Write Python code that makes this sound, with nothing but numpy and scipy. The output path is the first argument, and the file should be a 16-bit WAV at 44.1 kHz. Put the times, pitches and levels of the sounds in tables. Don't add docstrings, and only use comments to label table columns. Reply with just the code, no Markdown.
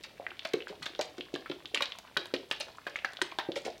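import sys
import numpy as np
from scipy import signal
from scipy.fft import rfft, irfft
from scipy.io import wavfile

SR = 44100
rng = np.random.default_rng(int(sys.argv[2]) if len(sys.argv) > 2 else 0)


def wav_record(signal):
    frames = np.transpose(np.atleast_2d(signal))
    bounded = np.clip(frames, -1, 1)
    quanta = np.round(bounded * 32767).astype(np.int16)
    wavfile.write(sys.argv[1], SR, quanta)


N = 167580

# frequency_hz, relative_level_db
HISS_COLOUR = [(20, -14), (45, 2.5), (150, 2.5), (500, -1), (1200, -19), (3500, -4.5), (7000, -18.5),
               (16000, -22)]
SIDE_COLOUR = [(30, 9), (500, -0.5), (2500, -19), (9000, 5), (16000, 1.5)]
HISS_DB, SIDE_DB = -61.5, -76

BUBBLE_RISE_CYCLES, BUBBLE_GLIDE = 0.53, 0.19
POP_CYCLES = 10.3

FROTH_PER_S, FROTH_DB, FROTH_HZ, FROTH_CYCLES = 330, -63, 2700, 6
GURGLE_PER_S, GURGLE_DB, GURGLE_HZ = 150, -64, 859
FROTH_SPREAD_OCT, FROTH_SCATTER_DB = 0.712, 7.5

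# start_s, length_s, level_db (rms over that length), middle_pitch_hz
SPLASH_BURSTS = [(0.036, 0.016, -44, 3300), (0.449, 0.012, -38, 2510), (0.534, 0.0095, -38.5, 2380),
                 (0.681, 0.027, -50, 3320), (0.824, 0.022, -45, 3200), (0.857, 0.014, -39, 3200),
                 (0.991, 0.02, -42.5, 1450), (1.011, 0.018, -40.5, 3530), (1.181, 0.0057, -46.5, 3820),
                 (1.34, 0.0059, -42.5, 3400), (1.459, 0.0096, -42, 1820), (1.498, 0.0028, -40, 3130),
                 (1.515, 0.011, -45.5, 2110), (1.745, 0.026, -35.5, 2800), (1.8054, 0.0065, -31.5, 2190),
                 (1.823, 0.014, -36.5, 2900), (2.17, 0.0087, -32, 2180), (2.338, 0.017, -41, 3030),
                 (2.511, 0.026, -40.5, 2700), (2.6, 0.024, -42.5, 4080), (2.868, 0.016, -40, 1970),
                 (2.961, 0.0099, -44, 2700), (3.046, 0.012, -37, 2190), (3.216, 0.0064, -33.5, 2020),
                 (3.315, 0.0085, -46, 2700), (3.388, 0.02, -37, 1880), (3.557, 0.026, -40.5, 3500),
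                 (3.65, 0.027, -43.5, 3640)]
SPLASH_SPREAD_OCT, SPLASH_SCATTER_DB = 0.599, 0.5
SPLASH_CYCLES, SPLASH_PER_S, FIZZ_DB = 12, 1800, -24

DRAIN_DB, DRAIN_S, DRAIN_PER_S = -12.5, 0.043, 450

# start_s, nominal_pitch_hz, peak_db before churning, t60_s
THUMP_HITS = [(0.198, 700, -36, 0.022), (.451, 652, -36, 0.036), (.539, 439, -24.5, 0.033),
              (.697, 366, -28, 0.015), (.727, 760, -41, 0.018), (.810, 160, -40.5, 0.047),
              (.992, 585, -29, 0.014), (0.999, 775, -32.5, 0.015), (1.182, 405, -29.5, 0.02),
              (1.339, 372, -30, 0.039), (1.499, 391, -28.5, 0.047), (1.740, 497, -36.5, 0.018),
              (1.754, 643, -33, 0.014), (1.810, 587, -38.5, 0.061), (2.169, 374, -34, 0.038),
              (2.338, 423, -22.5, 0.0099), (2.353, 476, -52, 0.022), (2.604, 583, -30, 0.015),
              (3.045, 700, -28, 0.0056), (3.218, 388, -30.5, 0.03), (3.387, 970, -23.5, 0.013),
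              (3.488, 298, -28, 0.01), (3.492, 520, -34, 0.02), (3.562, 514, -24, 0.015),
              (3.575, 560, -40, 0.023), (3.653, 373, -39, 0.018), (3.663, 598, -32, 0.015),
              (3.671, 740, -32, 0.011), (3.68, 563, -33.5, 0.011)]
THUMP_RISE_S, THUMP_GLIDE = 0.00082, 0.5
CHURN_DEPTH, CHURN_HZ = 0.53, 130
BREAKUP_GAP_S, BREAKUP_DB, BREAKUP_SPREAD_OCT, BREAKUP_T60_S = 0.006, -11, 0.27, 0.0093

# start_s, nominal_pitch_hz, peak_db
AIR_POPS = [(0.2662, 1940, -20.5), (.306, 2770, -32), (.317, 1500, -33.5), (0.3933, 3380, -23.5),
            (.605, 2590, -29.5), (.622, 2920, -30.5), (0.671, 1580, -28), (0.822, 1450, -35.5),
            (.829, 4180, -27), (.950, 3400, -29), (1.2088, 3070, -23), (1.353, 3200, -23.5),
            (1.515, 3300, -26), (1.657, 3470, -24.5), (1.7464, 2950, -14), (1.7745, 2700, -16.5),
            (1.807, 1080, -24), (1.8206, 3600, -23), (1.8572, 3740, -21), (1.9212, 3200, -22.5),
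            (2.1668, 1580, -16.5), (2.344, 2400, -23), (2.364, 3140, -26), (2.513, 3200, -11.5),
            (2.531, 1920, -30), (2.6118, 2770, -24.5), (2.684, 1500, -41), (2.784, 1270, -33),
            (2.867, 1550, -28), (2.958, 2140, -18.5), (2.989, 2700, -26.5), (3.047, 1620, -16),
            (3.170, 3430, -26.5), (3.192, 1450, -38), (3.216, 1814, -18), (3.322, 1020, -31.5),
            (3.401, 2050, -26.5), (3.519, 3500, -25.5)]

# start_s, ring_peak_db, tilt_db_per_octave, crack_db (relative to the ring's peak)
WALL_SLAPS = [(0.452, -21, -5, -31), (.536, -20, 11, -2), (0.8635, -20, -5, -26), (1.0123, -19, 5, -5),
              (1.360, -22.5, -14, -32), (1.7467, -24, -7, -9), (1.823, -13, 18, -18),
              (1.987, -38.5, -5, 16), (2.171, -10.5, -4.5, -9), (2.257, -30, -13, 2),
              (2.3396, -19, 12, -25), (2.5129, -17, -11, -4), (2.608, -21.5, 20, -27),
              (2.8682, -26.5, -18, -5), (3.134, -31.5, -9, 0), (3.2166, -13, -4.5, -14),
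              (3.3871, -15.5, -9, -38)]
# nominal_pitch_hz, relative_level_db before tilt, t60_s
WALL_MODES = [(700, -15, 0.009), (1052, -11, 0.026), (1648, 4, 0.016), (2400, -8, 0.017),
              (3200, 15, 0.0062), (3760, 17, 0.006), (4500, -17, 0.018)]
WALL_DETUNE, TILT_PIVOT_HZ = 0.043, WALL_MODES[3][0]
CRACK_S, CRACK_TOP_HZ = 0.0006, 8600
REBOUND_DB, REBOUND_S = -9, 0.0018

# start_s, level_db (rms at its height), middle_pitch_hz
SPRAY_HITS = [(0.858, -48, 4630), (.991, -38.5, 4300), (1.011, -30, 5040), (1.746, -35.5, 7030),
              (2.513, -32.5, 3500), (2.611, -33.5, 4700), (3.22, -31, 6650)]
SPRAY_S, SPRAY_WIDTH_OCT = 0.0011, 0.97

BASS_CUT_HZ = 176

# frequency_hz, gain_db
ECHO_COLOUR = [(100, -17), (190, -14.5), (280, -2.5), (420, -6.5), (650, -2), (1200, -12), (2500, -6.5),
               (4500, -3.5), (7000, -11.5), (15000, -14)]
# frequency_hz, t60_s
TAIL_DECAY = [(200, 0.39), (530, 0.36), (1400, 0.4), (3700, 0.28), (10000, 0.31)]
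# pitch_hz, gain_db at resonance, t60_s
STANDING_WAVES = [(151, 2, 0.28), (292.6, 2, 0.071), (357.7, 3.5, 0.2), (424.7, -1, 0.24), (568, -2, 0.05),
                  (1077, 0.5, 0.45), (1507, -6, 0.18)]
ROOM_DELAY_S, MOVE_S = 0.002, 0.085
EARLY_DB, EARLY_S = 1.5, 0.0013

TOP_HZ = 16000


def undb(db):
    return 10 ** (np.asarray(db) / 20)


def level(x, db):
    return x * undb(db) / np.sqrt(np.mean(x ** 2) + 1e-20)


def along(hz, points):
    f, v = np.array(points, float).T
    return np.interp(np.log(hz + 1e-6), np.log(f), v)


def colour(x, points):
    gain = undb(along(np.fft.rfftfreq(len(x), 1 / SR), points))
    return irfft(rfft(x) * gain, len(x))


def clock(seconds):
    return np.arange(max(int(seconds * SR), 8)) / SR


def fade(t, t60):
    return np.exp(-np.log(1000) * t / t60)


def add(out, at, x):
    i = max(int(at * SR), 0)
    part = out[i:i + len(x)]
    part += x[:len(part)]


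def ping(hz, t60, rise, glide):
    t = clock(1.5 * t60)
    turns = hz * t * np.exp(glide * (t / t60 - .5) / 2)
    swell = 1 - np.exp(-(t / rise) ** 2)
    return np.sin(2 * np.pi * turns) * fade(t, t60) * swell


def pocket(hz, db, t60, rise, glide):
    ring = ping(hz, t60, rise, glide)
    return undb(db) * ring / np.abs(ring).max()


def bubbles(times, sizes, pitches, cycles, seconds):
    out = np.zeros(len(clock(seconds)))
    for at, size, hz in zip(times, sizes, np.clip(pitches, 250, 9500)):
        add(out, at, size * ping(hz, cycles / hz, BUBBLE_RISE_CYCLES / hz, BUBBLE_GLIDE))
    return out


def hiss():
    mid = level(colour(rng.standard_normal(N), HISS_COLOUR), HISS_DB)
    side = level(colour(rng.standard_normal(N), SIDE_COLOUR), SIDE_DB)
    return mid, side


def stray(per_s, db, hz, cycles):
    count = int(per_s * N / SR)
    times = rng.random(count) * N / SR
    size, pitch = rng.standard_normal((count, 2)).T
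    sizes = undb(FROTH_SCATTER_DB * np.minimum(size, 2))
    pitches = hz * 2 ** (FROTH_SPREAD_OCT * pitch)
    return level(bubbles(times, sizes, pitches, cycles, N / SR), db)


def froth():
    crackle = stray(FROTH_PER_S, FROTH_DB, FROTH_HZ, FROTH_CYCLES)
    gurgle = stray(GURGLE_PER_S, GURGLE_DB, GURGLE_HZ, POP_CYCLES)
    return crackle + gurgle


def splashes():
    out = np.zeros(N)
    for at, length, db, hz in SPLASH_BURSTS:
        size, pitch, jitter = rng.standard_normal((256, 3)).T
        times = np.abs(np.arange(len(size)) + jitter) / SPLASH_PER_S
        sizes = undb(SPLASH_SCATTER_DB * size) * np.exp(-(times / length) ** 2)
        pitches = hz * 2 ** (SPLASH_SPREAD_OCT * pitch)
        burst = bubbles(times, sizes, pitches, SPLASH_CYCLES, .2)
        burst = burst + undb(FIZZ_DB) * np.abs(burst) * rng.standard_normal(len(burst))
        add(out, at, burst * undb(db) * np.sqrt(length * SR / np.sum(burst ** 2)))
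    return out


def drain():
    out = np.zeros(N)
    for at, length, db, hz in SPLASH_BURSTS:
        size, pitch, jitter = rng.standard_normal((64, 3)).T
        times = np.abs(np.arange(len(size)) + jitter) / DRAIN_PER_S
        sizes = undb(FROTH_SCATTER_DB * np.minimum(size, 2)) * np.exp(-times / DRAIN_S)
        pitches = hz * 2 ** (SPLASH_SPREAD_OCT * pitch)
        drops = bubbles(times, sizes, pitches, FROTH_CYCLES, .2)
        gain = undb(db + DRAIN_DB) * np.sqrt(length * SR / np.sum(drops ** 2))
        add(out, at + length, drops * gain)
    return out


def thumps():
    out = np.zeros(N)
    slow = signal.butter(2, CHURN_HZ, fs=SR, output="sos")
    churn = level(signal.sosfilt(slow, rng.standard_normal(N)), 0)
    for at, hz, db, t60 in THUMP_HITS:
        add(out, at, pocket(hz, db, t60, THUMP_RISE_S, THUMP_GLIDE))
        for k, (jitter, pitch) in enumerate(rng.uniform(-0.93, 1, size=(3, 2))):
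            piece_hz = hz * 2 ** (BREAKUP_SPREAD_OCT * pitch)
            piece = pocket(piece_hz, db + BREAKUP_DB, BREAKUP_T60_S, THUMP_RISE_S, THUMP_GLIDE)
            add(out, at + (k + 1 + jitter / 2) * BREAKUP_GAP_S, piece / np.sqrt(k + 1))
    return out * (1 + CHURN_DEPTH * churn)


def pops():
    out = np.zeros(N)
    for at, hz, db in AIR_POPS:
        add(out, at, pocket(hz, db, POP_CYCLES / hz, BUBBLE_RISE_CYCLES / hz, BUBBLE_GLIDE))
    return out


def wall_ring(t, tilt):
    ring = np.zeros(len(t))
    for hz, db, t60 in WALL_MODES:
        gain = undb(db + tilt * np.log2(hz / TILT_PIVOT_HZ))
        pitch = hz * (1 + WALL_DETUNE * rng.standard_normal())
        ring += gain * np.sin(2 * np.pi * pitch * t) * fade(t, t60)
    return ring / np.abs(ring).max()


def slaps():
    out, t = np.zeros(N), clock(.04)
    soften = signal.butter(2, CRACK_TOP_HZ, fs=SR, output="sos")
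    for at, db, tilt, crack_db in WALL_SLAPS:
        ring = wall_ring(t, tilt)
        crack = signal.sosfilt(soften, rng.standard_normal(len(t))) * np.exp(-t / CRACK_S) / 2
        blow = undb(db) * (ring + undb(crack_db) * crack)
        add(out, at, blow)
        gaps = np.cumsum(rng.uniform(.3, 1.7, 3))
        for gap, size in zip(gaps, rng.standard_normal(3)):
            rebound = blow * np.tanh(size) * undb(REBOUND_DB) / np.sqrt(1 + gap)
            add(out, at + gap * REBOUND_S, rebound)
    return out


def sprays():
    out, t = np.zeros(N), clock(.04)
    for at, db, hz in SPRAY_HITS:
        edges = np.minimum(hz * 2 ** (SPRAY_WIDTH_OCT * np.array([-.5, .5])), TOP_HZ)
        band = signal.butter(4, edges, "band", fs=SR, output="sos")
        grains = signal.sosfilt(band, rng.laplace(size=len(t)))
        swell = t / SPRAY_S * np.exp(1 - t / SPRAY_S)
        add(out, at, level(grains, db) * swell)
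    return out


def through_wall(x):
    return signal.sosfilt(signal.butter(2, BASS_CUT_HZ, "high", fs=SR, output="sos"), x)


def reflections():
    t = clock(.4)
    f, noise = np.fft.rfftfreq(len(t), 1 / SR), rfft(rng.standard_normal(len(t)))
    tail = np.zeros(len(t))
    for k, (_, t60) in enumerate(TAIL_DECAY):
        band = along(f, [(row[0], j == k) for j, row in enumerate(TAIL_DECAY)])
        tail += irfft(noise * band, len(t)) * fade(t, t60)
    early = rng.standard_normal(len(t)) * np.exp(-t / EARLY_S)
    echoes = tail / np.linalg.norm(tail) + undb(EARLY_DB) * early / np.linalg.norm(early)
    return colour(echoes, ECHO_COLOUR)[t < .3]


def room(x):
    t, step = clock(.4), int(MOVE_S * SR)
    waves = np.zeros(len(t))
    for hz, db, t60 in STANDING_WAVES:
        unit_gain = 2 * np.log(1000) / (t60 * SR)
        waves += undb(db) * unit_gain * np.cos(2 * np.pi * hz * t) * fade(t, t60)
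    out = signal.fftconvolve(x, waves)[:N]
    for i in range(0, N, step):
        part = x[i:i + 2 * step]
        window = np.sin(np.pi * np.arange(len(part)) / (2 * step))
        add(out, i / SR + ROOM_DELAY_S, signal.fftconvolve(part * window, reflections()))
    return out


def scene():
    hiss_mid, hiss_side = hiss()
    liquid = froth() + splashes() + drain() + thumps() + pops() + slaps() + sprays()
    bottle = through_wall(liquid)
    mid = bottle + room(bottle) + hiss_mid
    return np.array([mid + hiss_side, mid - hiss_side])


def record(dry):
    return signal.sosfilt(signal.ellip(8, .2, 70, TOP_HZ, fs=SR, output="sos"), dry)


dry = scene()
out = record(dry)
wav_record(out)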